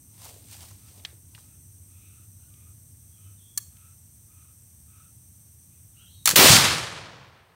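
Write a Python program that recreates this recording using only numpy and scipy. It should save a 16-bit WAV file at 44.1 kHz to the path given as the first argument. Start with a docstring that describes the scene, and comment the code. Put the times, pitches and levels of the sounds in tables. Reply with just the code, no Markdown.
"""Edge of a wood, one microphone beside the shooter, over steady air, insects and a distant engine.
Cloth rustles and the stock is knocked as a flintlock rifle is shouldered; far crows start to caw.
A songbird whistles as the set trigger clicks, and whistles again before flint and frizzen clatter.
The pan fizzes, then the charge goes off: noise, shaped band by band, dies away as echoes off the trees.
The recorder turns its gain far down at the blast and stays low."""
import sys
import numpy as np
from scipy import signal
from scipy.fft import rfft, irfft
from scipy.io import wavfile
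from scipy.ndimage import uniform_filter1d

SR = 44100
rng = np.random.default_rng(int(sys.argv[2]) if len(sys.argv) > 2 else 0)


def master_out(mix):
    """Clip the mix to full scale and print it as 16-bit PCM to the path in sys.argv[1]."""
    frames = np.transpose(np.atleast_2d(mix))
    ceiling = np.clip(frames, -1, 1)
    pcm = np.round(ceiling * 32767).astype(np.int16)
    wavfile.write(sys.argv[1], SR, pcm)


N = 333173

# relative spectrum of the blast: [f/Hz, density/dB per Hz]
BLAST_SPECTRUM = [(30, -57), (55, -25.5), (100, 2), (200, -9.5), (400, -4), (800, -8.5), (1600, -8.5),
                  (3000, -6.5), (4500, -6.5), (7000, -10.5), (9500, -10.5), (10800, -18.5), (12500, -10.5),
                  (15700, -8.5)]
# how long the near and the far stands of trees ring in each band: [f/Hz, t60/s]
NEAR_TREES = [(60, 0.46), (150, 0.87), (400, 0.49), (1200, 0.82), (3000, 0.7), (6000, 0.67), (10000, 0.65),
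              (15000, 0.41)]
FAR_TREES = [(60, 2.3), (300, 1.425), (1000, 1.714), (3000, 1.323), (6000, 1.134), (15000, 0.48)]
# brief, louder patches in the echo tail: [t/s, lift/dB, centre f/Hz, length/s]
LOUD_PATCHES = [(6.426, 2, 354, .035), (6.507, 0.5, 117, .065), (6.532, 5, 6250, .06),
                (6.687, 2.5, 3520, .055), (6.96, 2, 2500, .02), (7.075, 2.5, 1500, .02),
                (7.385, 4, 1800, .025), (7.45, 2.5, 1990, .03), (7.54, 3, 1500, .03)]
# single slaps off sheds and banks: [t/s, level over the echoes around/dB, f/Hz]
SLAPS = [(6.392, 0, 334), (6.408, 4.5, 798), (6.434, -1, 447), (6.447, 0, 297), (6.459, 2, 449),
         (6.496, -1.5, 895), (6.506, 1, 140), (6.536, -1, 171), (6.555, -3, 200), (6.584, -5, 170.5)]
# hiss of the priming powder: [t/s, level/dB]
PAN_HISS = [(6.256, -37), (6.275, -27.5), (6.31, -22.5), (6.335, -33.5), (6.36, -37.5)]
# blows inside the lock, set trigger first, then cock, flint and bouncing frizzen:
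# [t/s, level before colouring/dB, brightness/dB per octave, scrape share/0-1, damping t60/s]
LOCK_BLOWS = [(3.5754, -13, 4.5, 0.3, 0.04), (3.5775, -14, 5, .4, 0.041), (3.580, -20, 0, .06, .1),
              (6.257, 0, 1, 0.66, .022), (6.2607, -13, 2, .9, .014), (6.265, -7, 1, .4, 0.0097),
              (6.2731, -6.5, 0, .6, .02), (6.2739, -1.5, -2, 0.8, 0.055), (6.280, -8, -3.5, .7, 0.015),
              (6.2906, -2.5, 0.5, .7, .016), (6.3023, -8, 0.5, .6, 0.016), (6.3109, -7, -1.5, .7, 0.013),
              (6.3175, -17, -6, .7, .014)]
# ringing modes of the lock parts, before the grip damps them: [f/Hz, base level/dB, t60/s]
LOCK_MODES = [(1160, -22, 0.057), (1730, -16, .05), (2200, -24, .043), (3230, -16.5, 0.022),
              (4380, -6.5, .025), (5750, -3.5, 0.013), (6570, -8, 0.039), (7450, -4.5, 0.035),
              (8390, -7, .024), (9300, -10.5, 0.036), (9900, -9, .03), (11100, -22.5, .035),
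              (12340, -20, .037), (13800, -18.5, .03), (15200, -12, .03), (15200, -16, .03)]
# knocks and light taps on the wooden stock and rail: [t/s, peak level/dB, f/Hz, t60/s]
TAPS = [(.258, -43, 780, .036), (0.307, -47, 495, 0.046), (0.361, -46.5, 477, 0.017),
        (.442, -45, 4020, 0.0087), (.55, -48, 800, 0.017), (0.638, -46, 1000, 0.015),
        (.714, -50, 890, .014), (.885, -48, 3200, 0.019), (.997, -47, 2500, .01),
        (1.049, -29, 1750, 0.0078), (1.0497, -18.5, 3520, 0.017), (1.053, -28.5, 3200, 0.023),
        (1.104, -47, 3000, .01), (1.128, -50.5, 315, 0.046), (1.348, -38, 2780, 0.039),
        (1.377, -46, 1270, 0.036), (2.539, -52, 3000, .01), (3.769, -45.5, 4500, .009)]
# cloth and leather as the rifle comes up, one row a rub; the first row would start before zero, # so it is
# mixed in at the very end of the scene instead, a faint rise cut off before its peak: # [peak t/s, level/dB,
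# swell/s, scuff level/dB, scuff f at the peak/Hz]
RUBS = [(.1, -63, .12, -80, 800), (.245, -44.5, 0.045, -57, 750), (.29, -46.5, 0.014, -52.5, 590),
        (0.361, -55.5, 0.083, -61, 417), (.45, -62, .05, -74, 500), (.53, -43, 0.028, -62, 690),
        (.62, -46.5, 0.044, -59.5, 746), (.69, -52, 0.045, -67, 800), (.8, -61, .06, -81, 800),
        (.89, -54.5, 0.036, -70, 600), (.98, -55.5, 0.053, -61.5, 547), (1.1, -63, .04, -66, 600),
        (1.39, -56.5, 0.048, -69, 705)]
# relative spectrum of rubbing cloth: [f/Hz, density/dB per Hz]
CLOTH_SPECTRUM = [(590, -31), (1000, -10), (2460, -4.5), (4320, -3), (7010, -3.5), (8820, 0), (11000, -9.5),
                  (12900, -5), (15700, -7)]
# songbird, one row a note that slides and settles:
# [t/s, length/s, starting level/dB, from f/Hz, to f/Hz, slide/s]
WHISTLES = [(3.099, .19, -76.5, 3400, 3020, .1), (3.37, 0.19, -69, 3780, 3335, .042),
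            (5.918, 0.053, -77, 3700, 2830, .045), (5.963, 0.08, -61.5, 2680, 3280, 0.056),
            (6.052, 0.075, -65.5, 3300, 4310, .06), (6.142, 0.089, -62.5, 3850, 3740, .05)]
# far crows, one row a caw: [t/s, length/s, level/dB, f halfway through/Hz, overtone level/dB,
# share of the caw at which the low partial is loudest/0-1]
CAWS = [(0.798, 0.11, -70, 1290, -6, .5), (1.402, 0.19, -75, 1300, 1, .5),
        (1.857, .44, -72.5, 1300, 5, 0.83), (2.38, 0.14, -74, 1440, 1, .4), (2.478, 0.27, -72, 1234, 1, 1),
        (3.138, 0.24, -72, 1275, -0.5, .55), (3.698, 0.27, -68, 1310, -3, 0.61),
        (4.257, 0.31, -69, 1264, -3, 0.61), (4.858, 0.27, -66, 1300, -4.5, 0.55),
        (5.677, .16, -92, 1270, 16, .5), (5.936, .16, -69, 1370, 2, .6)]
# relative spectrum of the open air, rumble and broad hiss: [f/Hz, density/dB per Hz]
AIR_SPECTRUM = [(20, -35.5), (40, -21.5), (85, 4.5), (130, -5.5), (200, -13), (300, -29), (420, -32.5),
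                (800, -33.5), (1400, -36.5), (5250, -37.5), (5600, -25), (7000, -36.5), (10500, -28.5),
                (15700, -26.5)]
# high hissing bands of the insects: [f/Hz, width/Hz, level before the slight dips/dB]
INSECT_BANDS = [(6120, 530, -66.5), (8575, 1390, -57.5), (12300, 1700, -64.5)]
# slight dips in the level of the high hiss bands: [t/s, level/dB]
HISS_LEVEL = [(0, 0), (1.1, -1.5), (1.6, 0), (7.6, -1.5)]
# far road: [t/s, engine drone level/dB, low wash level/dB]
TRAFFIC = [(0, -74, -68.5), (.5, -53.5, -64), (1.4, -57, -69), (3.2, -54, -71.5), (3.9, -64.5, -74.5),
           (5.1, -60, -75), (6.2, -64, -72.5)]

SHOT_S, BLAST_RISE_S = 6.3562, .007
BASS_RISE_S = 0.016  # time constant of the build-up of a 300 Hz echo; higher tones are quicker
CRACKLE_DB = 1.7  # unevenness of the single echoes
RUB_SLOPE_DB, RUB_FADE = 8.5, 1.3  # dB lost per swell time; the fade is this much slower than the rise
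SCUFF_SAG = 1.5  # rate at which the scuff pitch sinks, per second
TAP_WIDTH_HZ, TAP_WIDENING = 590, 1.26  # width of a 1 kHz tap; higher taps broaden by this power
CAW_RISE, OVER_RATIO, OVER_RISE = .05, 1.97, .08  # pitch climbs through the caw, the overtone more
OVER_PEAK, CAW_ENDS_DB = 0.48, -9.5  # share of the caw where the overtone peaks; level at the ends
THIRD_DB = -5.5  # third partial, only a haze
NOTE_EDGE, NOTE_RISE_DB = 0.15, 1  # share of a note spent swelling and dying; level gained by its end
WARBLE, BIRD_ECHO_DB = .016, 5  # rms pitch wobble as a share of the pitch; echo filter gain
AIR_DB, ENGINE_HZ, ENGINE_WIDTH_HZ = -54, 94.3, 26.6
RECOVER_DB_PER_S = 2.2  # the slow gain control lets go this fast
LAG = 90  # samples by which the level sensing trails
CEILING, TREBLE_EDGE_HZ, SELF_NOISE_DB = 1.35, 15800, -74  # CEILING: full scale is 1


def shot():
    """The blast returns from trunks and boughs: uneven echoes, each band dying at its own speed."""
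    t = np.arange(N - round(SHOT_S * SR)) / SR

    def field_db(hz, s):
        """Near and far stands of trees, plus a few brief, louder patches."""
        near = gain_of(-60 * s / read(NEAR_TREES, hz))
        far = gain_of(-20.0 - 60 * s / read(FAR_TREES, hz))
        lift = 0
        for at, db, mid, length in LOUD_PATCHES:
            octaves = np.log2((hz + 1) / mid)
            lift = lift + db * np.exp(-((s + SHOT_S - at) / length) ** 2 - octaves ** 2 / 0.73)
        build_up = -9 * np.exp(-s * (hz + 1) / 300 / BASS_RISE_S)
        return read(BLAST_SPECTRUM, hz) + 10 * np.log10(near ** 2 + far ** 2) + lift + build_up

    tail = shape(lumps(len(t), size=28, spread_db=CRACKLE_DB), field_db, size=1024)
    flicker = evened(uniform_filter1d(rng.standard_normal(len(t)), size=900))
    tail = tail * gain_of(0.87 * flicker)  # slow random flicker of the whole tail
    tail = tail + slaps(tail)
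    onset = np.clip(t / BLAST_RISE_S, 0, 1) ** 3
    return SHOT_S, gain_of(26) * tail / np.std(tail[:4000]) * onset


def slaps(tail):
    """Each slap is one pulse about a cycle long, scaled by the level of the diffuse echoes around it."""
    t, out = np.arange(len(tail)) / SR + SHOT_S, np.zeros(len(tail))
    around = np.sqrt(abs(uniform_filter1d(tail ** 2, size=2000)))
    for s, db, hz in SLAPS:
        turns = (t - s) * hz
        out += gain_of(db) * np.exp(-(1.6 * turns) ** 2) * np.sin(2 * np.pi * turns)
    return out * around


def flash():
    """The priming powder burns in the pan with a fizz and a soft low puff, both bands of noise."""
    t = np.arange(PAN_HISS[0][0], PAN_HISS[-1][0], 1 / SR)
    noise = rng.standard_normal((len(t), 2)).T
    fizz = gain_of(along(PAN_HISS, t)[0]) * band(noise[0], 6000, 9000)
    puff = gain_of(-30) * band(noise[1], 250, 300) * np.exp(-((t - 6.338) / 0.0079) ** 2)
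    return t[0], fizz + puff


def blow(s, level_db, bright_db, scrape, t60):
    """Steel on steel: the lock's modes ring under a brief scrape of noise; the grip damps both."""
    t = np.arange(4000) / SR
    ring = np.zeros(len(t))
    for hz, db, ring_s in LOCK_MODES:
        extra, phase = rng.random(2)  # every blow excites the modes a little differently
        ring += gain_of(db + 2.3 * extra - 60 * t / ring_s) * np.sin(2 * np.pi * (hz * t + phase))
    scrape = np.clip(scrape, 0, 1)
    hit = (1 - scrape) * ring / abs(ring).max() + scrape * 0.2 * rng.standard_normal(len(t))
    hit = hit * gain_of(-60 * t / max(t60, .003)) * np.minimum(t / .0008, 1)
    hz = np.fft.rfftfreq(len(t), 1 / SR)
    bass_cut_db = 22 * np.maximum(np.log2(1050 / (hz + 50)), 0)
    colour_db = bright_db * np.log2((hz + 500) / 6000) - bass_cut_db
    hit = gain_of(level_db) * irfft(rfft(hit / abs(hit).max()) * gain_of(colour_db))
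    return s, scatter(hit, wet_db=-20, delay_s=0.03, t60=0.35)


def tap(s, peak_db, hz, t60):
    """A short dry noise burst around one tone, with a faint slap from nearby posts."""
    t = np.arange(6000) / SR
    noise = rng.standard_normal((len(t), 2)).T
    burst = noise[0] * gain_of(-60 * t / max(t60, .003)) * np.minimum(t / 0.00053, 1)
    slap = gain_of(-32 - 60 * t / 0.3) * noise[1]
    tone = band(burst + slap, hz, TAP_WIDTH_HZ * (hz / 1000) ** TAP_WIDENING)
    tone = signal.lfilter(*signal.butter(2, min(0.2 * hz, 5000), "high", fs=SR), tone)
    return s, gain_of(peak_db) * tone / abs(tone).max()


def rustle(s, level_db, swell_s, scuff_db, scuff_hz):
    """Dense uneven grains of rubbing cloth swell and fade, with a dull scuff below."""
    t = np.arange(-8000, 12000) / SR
    grains = lumps(len(t), size=64, spread_db=2.5)

    def cloth_db(hz, s):
        """The cloth spectrum, cut by 12 dB an octave more below 1 kHz."""
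        return read(CLOTH_SPECTRUM, hz) - 12 * np.maximum(np.log2(1000 / (hz + 1)), 0)

    fibres = gain_of(level_db) * evened(shape(grains, cloth_db, size=512))
    scuff = gain_of(scuff_db) * band(grains, scuff_hz * np.exp(-SCUFF_SAG * t), 820)
    swell = gain_of(-RUB_SLOPE_DB * np.maximum(-t, t / RUB_FADE) / swell_s)
    return s + t[0], swell * signal.windows.tukey(len(t), .2) * (fibres + scuff)


def whistle(s, length, level_db, from_hz, to_hz, slide_s):
    """The songbird's note: a near sine that slides, settles and wobbles, trailed by its echo."""
    t = np.arange(0, length, 1 / SR)
    hz = to_hz + (from_hz - to_hz) * np.maximum(1 - t / slide_s, 0)
    wobble = evened(uniform_filter1d(rng.standard_normal(len(t)), size=300))
    hz = hz * (1 + WARBLE * wobble)
    level = gain_of(level_db + NOTE_RISE_DB * t / length) * signal.windows.tukey(len(t), NOTE_EDGE)
    tone = level * np.sin(2 * np.pi * np.cumsum(hz) / SR)
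    return s, scatter(tone, wet_db=BIRD_ECHO_DB, delay_s=.03, t60=0.54)


def caw(s, length, level_db, hz, over_db, low_peak):
    """A hoarse far call: two fuzzy partials, each a narrow core in a wider haze, and a third of haze."""
    u = np.arange(0, length, 1 / SR) / length  # share of the caw gone by
    low_hz = hz * (1 + CAW_RISE * (u - .5))
    over_hz = OVER_RATIO * hz * (1 + OVER_RISE * (u - .5))
    noise = rng.standard_normal((len(u), 5)).T
    low = 0.61 * band(noise[0], low_hz, 72) + 0.8 * band(noise[1], low_hz, 270)
    high = 0.48 * band(noise[2], over_hz, 140) + 0.8 * band(noise[3], over_hz, 720)
    high = high + gain_of(THIRD_DB) * band(noise[4], 1.4 * over_hz, 900)
    ends_db = [CAW_ENDS_DB, 0, CAW_ENDS_DB]
    low_db = np.interp(u, [0, low_peak, 1], ends_db)
    high_db = np.interp(u, [0, OVER_PEAK, 1], ends_db)
    call = gain_of(low_db) * low + gain_of(over_db + high_db) * high
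    return s, gain_of(level_db) * call * signal.windows.tukey(len(u), .3)


def outdoors():
    """Broad air, high bands of insects, a low wash and the wavering drone of a far engine, all noise."""
    t = np.arange(N) / SR
    air = shape(rng.standard_normal(N), lambda hz, s: read(AIR_SPECTRUM, hz), size=2048)
    air = gain_of(AIR_DB) * evened(air)
    insects = sum(gain_of(db) * band(rng.standard_normal(N), hz, width) for hz, width, db in INSECT_BANDS)
    drone_db, wash_db = along(TRAFFIC, t)
    drone = gain_of(drone_db) * band(rng.standard_normal(N), ENGINE_HZ, ENGINE_WIDTH_HZ)
    wash = gain_of(wash_db) * band(rng.standard_normal(N), 242, 150)
    return air + insects * gain_of(along(HISS_LEVEL, t)[0]) + drone + wash


def scatter(x, wet_db, delay_s, t60):
    """The sound and its diffuse echo off posts and branches: decaying noise that builds up over delay_s."""
    t = np.arange(SR // 2) / SR
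    echo = rng.standard_normal(len(t)) * gain_of(-60 * t / t60) * np.clip(t / delay_s, 0, 1) ** 3
    wet = gain_of(wet_db) * signal.fftconvolve(x, echo / np.linalg.norm(echo))
    add(wet, 0, x)
    return wet


def lumps(count, size, spread_db):
    """Noise in short grains of uneven strength."""
    strength = np.minimum(rng.exponential(1, count // size + 1), 3.5)
    return rng.standard_normal(count) * gain_of(spread_db * np.repeat(strength, size)[:count])


def shape(x, field_db, size):
    """Weights the short-time spectra of x by a dB field over (f/Hz, t/s)."""
    overlap = size * 3 // 4
    hz, t, z = signal.stft(x, SR, nperseg=size, noverlap=overlap)
    weighted = z * gain_of(field_db(hz[:, None], t))
    return signal.istft(weighted, SR, nperseg=size, noverlap=overlap)[1][:len(x)]


def resonate(x, hz, width):
    """Shifts hz down to zero, smooths and shifts back: a resonance of gain 1."""
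    turn = np.exp(2j * np.pi * np.cumsum(hz * np.ones(len(x))) / SR)
    r = np.exp(-np.pi * width / SR)
    return 2 * (turn * signal.lfilter([1 - r], [1, -r], x / turn)).real


def band(x, hz, width):
    """A steep resonance, two in a row, at rms 1."""
    return evened(resonate(resonate(x, hz, width), hz, width))


def evened(x):
    """Scales to rms 1."""
    return x / np.sqrt(np.mean(x ** 2) + 1e-20)


def gain_of(db):
    """dB to gain."""
    return 10 ** (np.asarray(db) / 20)


def read(points, hz):
    """Reads a spectrum table on a log-frequency axis."""
    f, value = np.transpose(points)
    return np.interp(np.log(hz + 1), np.log(f + 1), value)


def along(rows, t):
    """Reads every column of a curve at the times t."""
    s, *columns = np.transpose(rows)
    return [np.interp(t, s, c) for c in columns]


def add(mix, s, sound):
    """Mixes a sound in at time s; a negative s counts back from the end."""
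    part = mix[round(s * SR):][:len(sound)]
    part += sound[:len(part)]


def scene():
    """Everything at one microphone beside the shooter."""
    mix = outdoors()
    for source, rows in [(blow, LOCK_BLOWS), (tap, TAPS), (rustle, RUBS), (whistle, WHISTLES), (caw, CAWS)]:
        for row in rows:
            add(mix, *source(*row))
    add(mix, *flash())
    add(mix, *shot())
    return mix[None]


def record(dry):
    """A small microphone drops deep bass; a quick limiter holds the blast, a slow gain stays low after it."""
    heard = signal.lfilter(*signal.butter(2, 45, "high", fs=SR), dry)
    power = abs(uniform_filter1d(heard[0] ** 2, size=300, origin=LAG))
    power_db = 10 * np.log10(power + 1e-12)
    t = np.arange(N) / SR
    # both reductions jump up with the level and sink at a steady rate
    quick_db = np.maximum.accumulate(power_db + 250 * t) - 250 * t + 9
    recovery_db = RECOVER_DB_PER_S * t
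    slow_db = np.maximum.accumulate(np.minimum(power_db + .6, 23) + recovery_db) - recovery_db
    down_db = uniform_filter1d(np.maximum(np.maximum(quick_db, slow_db), 0), size=150)
    held = np.clip(CEILING * np.tanh(heard / gain_of(down_db) / CEILING), -1, 1)
    hiss = evened(np.diff(rng.standard_normal(N + 1)))  # thin electronic hiss after the gain stage
    held = held + gain_of(SELF_NOISE_DB) * hiss
    treble_cut = signal.firwin(511, TREBLE_EDGE_HZ, window=("kaiser", 9), fs=SR)
    return signal.oaconvolve(held, treble_cut[None], "same")


dry = scene()
out = record(dry)
master_out(out)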